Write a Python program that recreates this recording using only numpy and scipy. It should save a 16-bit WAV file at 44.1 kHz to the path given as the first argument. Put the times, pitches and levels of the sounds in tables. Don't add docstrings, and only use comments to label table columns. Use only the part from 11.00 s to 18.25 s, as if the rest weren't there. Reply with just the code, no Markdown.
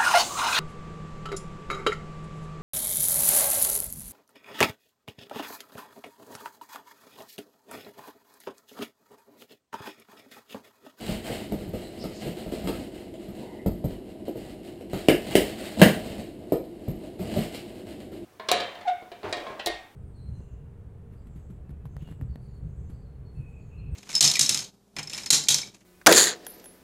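import sys
import numpy as np
from scipy import signal
from scipy.fft import rfft, irfft
from scipy.io import wavfile
from scipy.ndimage import uniform_filter1d

SR = 44100
rng = np.random.default_rng(int(sys.argv[2]) if len(sys.argv) > 2 else 0)


def bounce(signal):
    frames = np.transpose(np.atleast_2d(signal))
    limited = np.clip(frames, -1, 1)
    pcm = np.round(limited * 32767).astype(np.int16)
    wavfile.write(sys.argv[1], SR, pcm)


N = 319725
TIME = np.arange(N) / SR
RING = TIME[:SR // 2]


def undb(db):
    return 10 ** (np.asarray(db) / 20)


def level(x, db, span=slice(None)):
    return x * undb(db) / np.sqrt(np.mean(x[span] ** 2))


def cut(x, hz, kind, order=4):
    return signal.sosfilt(signal.butter(order, min(hz, SR / 2 - 1), kind, fs=SR, output="sos"), x)


def through(x, response):
    return signal.fftconvolve(x, response)[:len(x)]


def colour(points, size=4096):
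    hz, db = np.transpose(points)
    grid = np.maximum(np.arange(size // 2 + 1) * SR / size, 1)
    spectrum_db = np.interp(np.log(grid), np.log(hz), db)
    cepstrum = irfft(np.log(undb(spectrum_db)))
    cepstrum[1:size // 2] *= 2
    cepstrum[size // 2 + 1:] = 0
    return irfft(np.exp(rfft(cepstrum)))


def resonate(x, table, size=16384):
    hz = np.arange(size // 2 + 1) * SR / size
    total_db = sum(db / (1 + (2 * (hz - centre) / width) ** 2) for centre, width, db in table)
    return through(x, colour(np.column_stack([hz + 1, total_db]), size=size))


def walk(rate):
    k = int(SR / rate)
    steps = np.repeat(rng.standard_normal(N // k + 1), k)
    return level(uniform_filter1d(steps, k), 0)[:N]


def ring(hz, decay_s):
    return np.sin(2 * np.pi * hz * RING) * np.exp(-RING / decay_s)


def add(out, s, parts):
    start = int(s * SR)
    sound = sum(level(part, db, slice(SR // 20)) for part, db in parts)[:N - start]
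    out[start:start + len(sound)] += sound


# (delay before scatter [s], relative gain)
REFLECTIONS = [(.0032, 0.14), (0.0093, 0.36), (0.0138, 0.43), (0.0184, 0.25)]
ROOM_T60_LOW_S, ROOM_T60_HIGH_S = 0.29, 0.33


def room(tail_db, echo_db=0, build_s=0.0028, scatter_s=0.0011, shift_s=.0005):
    noise = rng.standard_normal(len(RING))
    low_fade = np.exp(-np.log(1000) * RING / ROOM_T60_LOW_S)
    high_fade = np.exp(-np.log(1000) * RING / ROOM_T60_HIGH_S)
    tail = cut(noise, 2360, "low", order=1) * low_fade + cut(noise, 1940, "high", order=1) * high_fade
    tail *= 1 - np.exp(-RING / build_s)
    response = tail * undb(tail_db) / np.linalg.norm(tail)
    response[0] += 1
    for s, gain in REFLECTIONS:
        smear = rng.standard_normal(len(RING)) * np.exp(-RING / scatter_s)
        smear *= gain * undb(echo_db) / np.linalg.norm(smear)
        delay_s = s + shift_s * rng.uniform(-1, 1)
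        response += np.roll(smear, int(delay_s * SR))
    return response


# (frequency [Hz], relative level [dB])
FAN_COLOUR = [(20, -16), (45, -9), (70, -16), (150, -7), (230, -6), (370, 3), (480, -15), (680, -22),
              (1300, -35), (2800, -38.5), (6000, -51.5), (12000, -40.5), (15900, -65.5)]
# (frequency [Hz], amplitude before waver [dB])
HUM_TONES = [(100, -61), (210, -54), (301, -54), (344.5, -49.5), (490, -61)]


def background(air_db=-44.5, waver_db=2.5, drift_rad=.7):
    air = level(through(rng.standard_normal(N), colour(FAN_COLOUR)), air_db)
    hum = 0
    for hz, db in HUM_TONES:
        amplitude = undb(db + waver_db * walk(6))
        hum = hum + amplitude * np.sin(2 * np.pi * hz * TIME + drift_rad * walk(9.5))
    return air + hum


# (frequency [Hz], relative level [dB])
BOX_COLOUR = [(15, -32), (25, -4), (124, -1.5), (202, 3), (318, -0.5), (461, -4.5), (518, -3), (679, -6),
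              (776, -15), (859, -22), (1000, -19.5), (1090, -32.5), (1240, -33.5), (1400, -35), (1820, -89),
              (3080, -120)]


def flex(place, hz, thud_db, boom_db, panel_db, ring_s, ring_share, thud_hz=48, thud_s=0.043):
    wall = level(through(place, colour(BOX_COLOUR)), 0)
    swing = level(cut(through(place, ring(hz, ring_s)), 760, "low"), 0)
    body = wall + ring_share * swing
    thud = level(ring(thud_hz, thud_s), 0) + 2.2 * level(cut(wall, 124, "low"), 0)
    boom = cut(cut(body, 170.0, "high", order=6), 210, "low")
    return [(thud, thud_db), (boom, boom_db), (cut(body, 207, "high"), panel_db)]


def fracture(place, surface, snap_s, crumble_s, crumble_db):
    run, shower = rng.standard_normal((2, len(RING)))
    run = run * RING * np.exp(-RING / snap_s)
    shower = shower ** 5 * np.exp(-RING / crumble_s)
    breaks = level(run, 0) + level(shower, crumble_db)
    return through(through(breaks, colour(surface)), place)


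def landing(settle_s):
    return rng.standard_normal(len(RING)) * RING * np.exp(-RING / settle_s)


# (time [s], panel pitch [Hz], panel level [dB], boom level [dB], papery slap level [dB], contact settling [s])
FLAP_KNOCKS = [(0.085, 184, -38.5, -32, -56, .004), (0.298, 285, -35.5, -36.5, -58, 0.0045),
               (0.521, 335, -32, -30.5, -50.5, 0.0004), (0.608, 300, -46, -42.5, -58, 0.0036),
               (0.672, 194, -51, -41, -73, 0.0035), (0.734, 186, -39, -37.5, -53, 0.0041),
               (1.04, 380, -37, -37, -47.5, 0.00017), (1.256, 217, -37, -38.5, -55, 0.0061),
               (1.364, 348, -42, -51, -60, .005), (1.462, 181, -41.5, -40.5, -59, .0003),
               (1.522, 353, -35.5, -47, -53, .0003), (1.637, 267, -37.5, -34, -53, 0.0028),
               (1.673, 324, -34, -48, -38, 0.00076), (1.686, 302, -31.5, -34.5, -60, 0.007),
               (2.280, 230, -61, -42.5, -60, 0.0021), (2.660, 215, -28.5, -25, -48.5, 0.00035),
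               (2.841, 177, -35.5, -30, -55, 0.00026), (3.281, 390, -33.5, -47, -71, .0003),
               (3.352, 323, -40, -42, -66, 0.0035), (3.932, 249, -32, -33.5, -43, 0.00026),
               (5.521, 444, -23, -31.5, -47, 0.00022), (5.879, 158.5, -41.5, -32.5, -57.5, 0.0008),
               (6.19, 265, -38, -35, -51, 0.0089), (6.360, 290, -30, -27, -52, 0.0044),
               (7.117, 337, -45.5, -53, -60, 0.0044)]
# (frequency [Hz], relative level [dB])
SLAP_COLOUR = [(530, -43), (900, 7.5), (1060, -12.5), (1220, 4), (1540, -7), (2380, -5), (2880, -5.5),
               (4090, -4), (6070, -22.5), (7810, -16.5), (10600, -25), (11800, -15), (12800, -25.5),
               (13400, -30), (15900, -29)]
# (frequency [Hz], decay [s], relative level [dB])
LOOSE_PARTS = [(8400, 0.00033, 1), (12200, 0.00088, 7), (12300, .0007, -11)]
THUD_UNDER_LISTED_BOOM_DB, THUD_FALL_DB_PER_OCTAVE, MIDDLE_PANEL_HZ = 5.5, 7, 270


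def knocks(crack_db=-2.0, treble_db=-6.5, buzz_db=-27, body_db=2.5, clean_s=.001):
    out = np.zeros(N)
    for s, hz, panel, boom, slap_db, settle_s in FLAP_KNOCKS:
        octaves = np.log2(hz / MIDDLE_PANEL_HZ)
        thud = boom - THUD_UNDER_LISTED_BOOM_DB - THUD_FALL_DB_PER_OCTAVE * octaves
        place = room(tail_db=1.0, echo_db=1.0)
        if settle_s > clean_s:
            place = through(place, landing(settle_s))
        slap = fracture(room(tail_db=4.5), SLAP_COLOUR, snap_s=0.0011 + settle_s, crumble_s=0.011, crumble_db=1)
        add(out, s, flex(place, hz, thud, boom + body_db, panel + body_db, ring_s=0.0022, ring_share=0.61))
        slap_low, slap_high = cut(slap, 2960, "low"), cut(slap, 4800, "high")
        add(out, s, [(slap_low, slap_db + crack_db), (slap_high, slap_db + treble_db)])
    loose = sum(undb(db) * ring(hz, decay_s) for hz, decay_s, db in LOOSE_PARTS)
    rattle = out * rng.standard_normal(N)
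    return out + undb(buzz_db) * through(rattle, loose / np.linalg.norm(loose))


# (time [s], snap level [dB], level of the panel under them [dB])
FIBRE_TICKS = [(2.14, -57.5, -46), (3.81, -59, -44.5), (4.611, -50, -41), (6.547, -45, -41.5)]
# (frequency [Hz], relative level [dB])
RASP_COLOUR = [(410, -24), (700, -7), (1020, -15.5), (2020, -12), (2420, -14), (2910, -6.5), (3490, -14),
               (4030, -11), (6040, -23.5), (7840, -17), (10600, -26.5), (12700, -22.5), (13400, -31),
               (14700, -22.5), (15900, -35.5)]


def ticks():
    out = np.zeros(N)
    for s, snap_db, panel_db in FIBRE_TICKS:
        place = room(tail_db=4.5)
        snap = fracture(place, RASP_COLOUR, snap_s=.0006, crumble_s=0.0077, crumble_db=-8)
        panel = cut(through(place, colour(BOX_COLOUR)), 220, "high")
        add(out, s, [(snap, snap_db), (panel, panel_db)])
    return out


# (start [s], end [s], pitch [Hz], width [Hz], level [dB])
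BLADE_SINGING = [(.78, .89, 4150, 400, -54), (.79, .88, 7950, 400, -59), (.97, 1.07, 5000, 1200, -55),
                 (1.09, 1.25, 4800, 1600, -55), (1.11, 1.24, 7000, 2000, -58), (2.35, 2.64, 870, 200, -54),
                 (2.42, 2.67, 1985, 210, -61), (2.47, 2.61, 3000, 220, -66)]


def singing(flutter_db=3.5):
    out = 0
    for start, end, hz, width, db in BLADE_SINGING:
        swell = np.sin(np.pi * np.clip((TIME - start) / (end - start), 0, 1))
        mode = ring(hz, 1 / (np.pi * width))
        tone = level(through(through(rng.standard_normal(N), mode), mode), db)
        out = out + tone * swell * undb(flutter_db * walk(40))
    place = room(tail_db=2)
    return through(out, place / np.linalg.norm(place))


# (time [s], panel pitch [Hz],
# thud level [dB], boom level [dB], panel level [dB], crack level [dB], treble level [dB], tape pitch [Hz])
TAPE_BURSTS = [(4.085, 351, -32.5, -26, -14.5, -28.5, -29.5, 2890),
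               (4.353, 380, -38, -26.5, -16, -31, -27.5, 2920),
               (4.816, 208, -42, -9, -12.5, -19.5, -23, 1810)]
# (frequency [Hz], relative level [dB])
TEAR_COLOUR = [(470, -14), (800, -6), (1030, -10), (1510, -7), (1740, 0), (2500, -7), (2940, -1.5),
               (3370, -10.5), (4780, -15.5), (5990, -22.5), (6700, -20), (9040, -18), (11000, -21.5),
               (15300, -19), (15900, -50)]


def bursts(tape_s=0.0009, tape_share=0.61, body_db=1.0, crack_db=1.0, count=3, wall_ring_s=.005, wall_share=.7):
    out = np.zeros(N)
    for s, hz, thud, boom, panel, crack, treble, tape_hz in TAPE_BURSTS:
        snap = 0
        for _ in range(count):
            snap = snap + fracture(room(tail_db=3.5), TEAR_COLOUR, snap_s=0.00074, crumble_s=0.0059, crumble_db=-3.5)
        twang = level(snap, 0) + tape_share * level(through(snap, ring(tape_hz, tape_s)), 0)
        place = room(tail_db=0.0, echo_db=-13.5)
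        add(out, s, flex(place, hz, thud, boom + body_db, panel + body_db, wall_ring_s, wall_share))
        crack_band, treble_band = cut(twang, 3300, "low", order=3), cut(snap, 3420, "high", order=3)
        add(out, s, [(crack_band, crack + crack_db), (treble_band, treble)])
    return out


BITE_SHARE, EASE_DB_PER_S, RELEASE_S = 0.36, 15.5, 0.058


def pressure(start, length):
    age = TIME - start
    bite = np.clip(age / (BITE_SHARE * length), 0, 1)
    ease = undb(-EASE_DB_PER_S * np.clip(age, 0, length))
    return bite * ease * np.exp(-np.maximum(age - length, 0) / RELEASE_S)


# (start [s], length [s], rasp level [dB], level of the box rumbling with it [dB])
BLADE_STROKES = [(-.03, 0.05, -43.5, -38), (0.035, 0.088, -38.5, -34), (0.212, 0.16, -38.5, -34.5),
                 (.36, 0.072, -44.5, -37), (0.466, 0.15, -49, -38), (0.638, .06, -53.5, -45),
                 (0.706, .13, -47, -38), (0.852, 0.29, -48.5, -39.5), (1.17, 0.13, -45.5, -36),
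                 (1.347, 0.075, -45, -40.5), (1.452, 0.21, -47.5, -36), (1.655, 0.15, -44, -35.5),
                 (1.896, .11, -50, -43.5), (2.117, 0.23, -57.5, -47.5), (2.334, 0.1, -52, -38.5),
                 (2.5, .1, -59.5, -44), (2.815, 0.12, -54.5, -40), (3.246, 0.032, -52.5, -43),
                 (3.327, .17, -52, -41.5), (3.617, 0.063, -50.5, -43), (3.79, .04, -58.5, -50),
                 (3.863, 0.23, -44.5, -41), (4.169, 0.35, -39.5, -32), (4.498, 0.23, -44, -38.5),
                 (4.754, 0.11, -36, -21.5), (4.842, 0.24, -43.5, -32.5), (5.107, 0.1, -48.5, -35),
                 (5.95, 0.11, -56, -39), (6.19, 0.11, -48.5, -34), (6.282, 0.1, -40.5, -32.5),
                 (6.41, 0.068, -46.5, -36.5), (6.508, .05, -44, -48), (6.57, 0.22, -52, -41),
                 (6.843, 0.069, -52.5, -41), (6.965, 0.076, -56, -42.5), (7.092, 0.071, -54.5, -43)]
REST_RASP_DB, REST_RUMBLE_DB = -63, -45.5


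def contact():
    rasp, rumble = undb(REST_RASP_DB), undb(REST_RUMBLE_DB)
    for start, length, rasp_db, rumble_db in BLADE_STROKES:
        force = pressure(start, length)
        rasp = np.maximum(rasp, force * undb(rasp_db))
        rumble = np.maximum(rumble, force * undb(rumble_db))
    return rasp, rumble


def rubbing(catches_per_s=1800, spread_db=3.0, jerk_db=2.5, wander_db=2.0, rasp_db=0.5, rumble_db=-0.5, count=5):
    rasp, rumble = contact()
    fibres, box = (h / np.linalg.norm(h) for h in (colour(RASP_COLOUR), colour(BOX_COLOUR)))
    out = 0
    for _ in range(count):
        nudges = rng.standard_normal(N) * (rng.random(N) < catches_per_s / count / SR)
        scatter_db = spread_db * np.minimum(rng.exponential(size=N), 4)
        catches = nudges * undb(scatter_db + jerk_db * walk(35) + wander_db * walk(6))
        scrape = through(level(catches, rasp_db) * rasp, fibres)
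        box_rumble = through(level(nudges, rumble_db) * rumble, box)
        place = room(tail_db=3.5)
        out = out + through(scrape + box_rumble, place / np.linalg.norm(place))
    return out / np.sqrt(count)


# (centre [Hz], width [Hz], level [dB])
STANDING_WAVES = [(46.8, 4.3, 3.5), (96, 6.7, 3), (166.3, 17, -4.5), (177.5, 15, 1), (308, 15, 1),
                  (385, 16, 0.5), (429, 5.3, 4.5), (485, 16, 1), (620, 20, 4), (780, 18, 3),
                  (963, 135, -2.5)]


def scene():
    box = resonate(bursts() + knocks() + ticks() + rubbing(), STANDING_WAVES)
    return (box + singing() + background())[None]


# (centre [Hz], width [Hz], level [dB])
HOUSING_BANDS = [(2090, 310, 3.5), (2987, 49, 0), (5180, 810, 0.5), (5980, 404, -5.5), (9130, 370, 5.5),
                 (10760, 260, -10), (11250, 700, 4.5), (12400, 500, 3), (13140, 720, -9.5)]


def record(dry, bass_cut_hz=27, top_hz=15700):
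    heard = cut(resonate(dry[0], HOUSING_BANDS), bass_cut_hz, "high", order=2)
    overloaded = np.clip(heard, -1, 1)
    return signal.sosfilt(signal.ellip(10, .2, 80, top_hz, fs=SR, output="sos"), overloaded)[None]


dry = scene()
out = record(dry)
bounce(out)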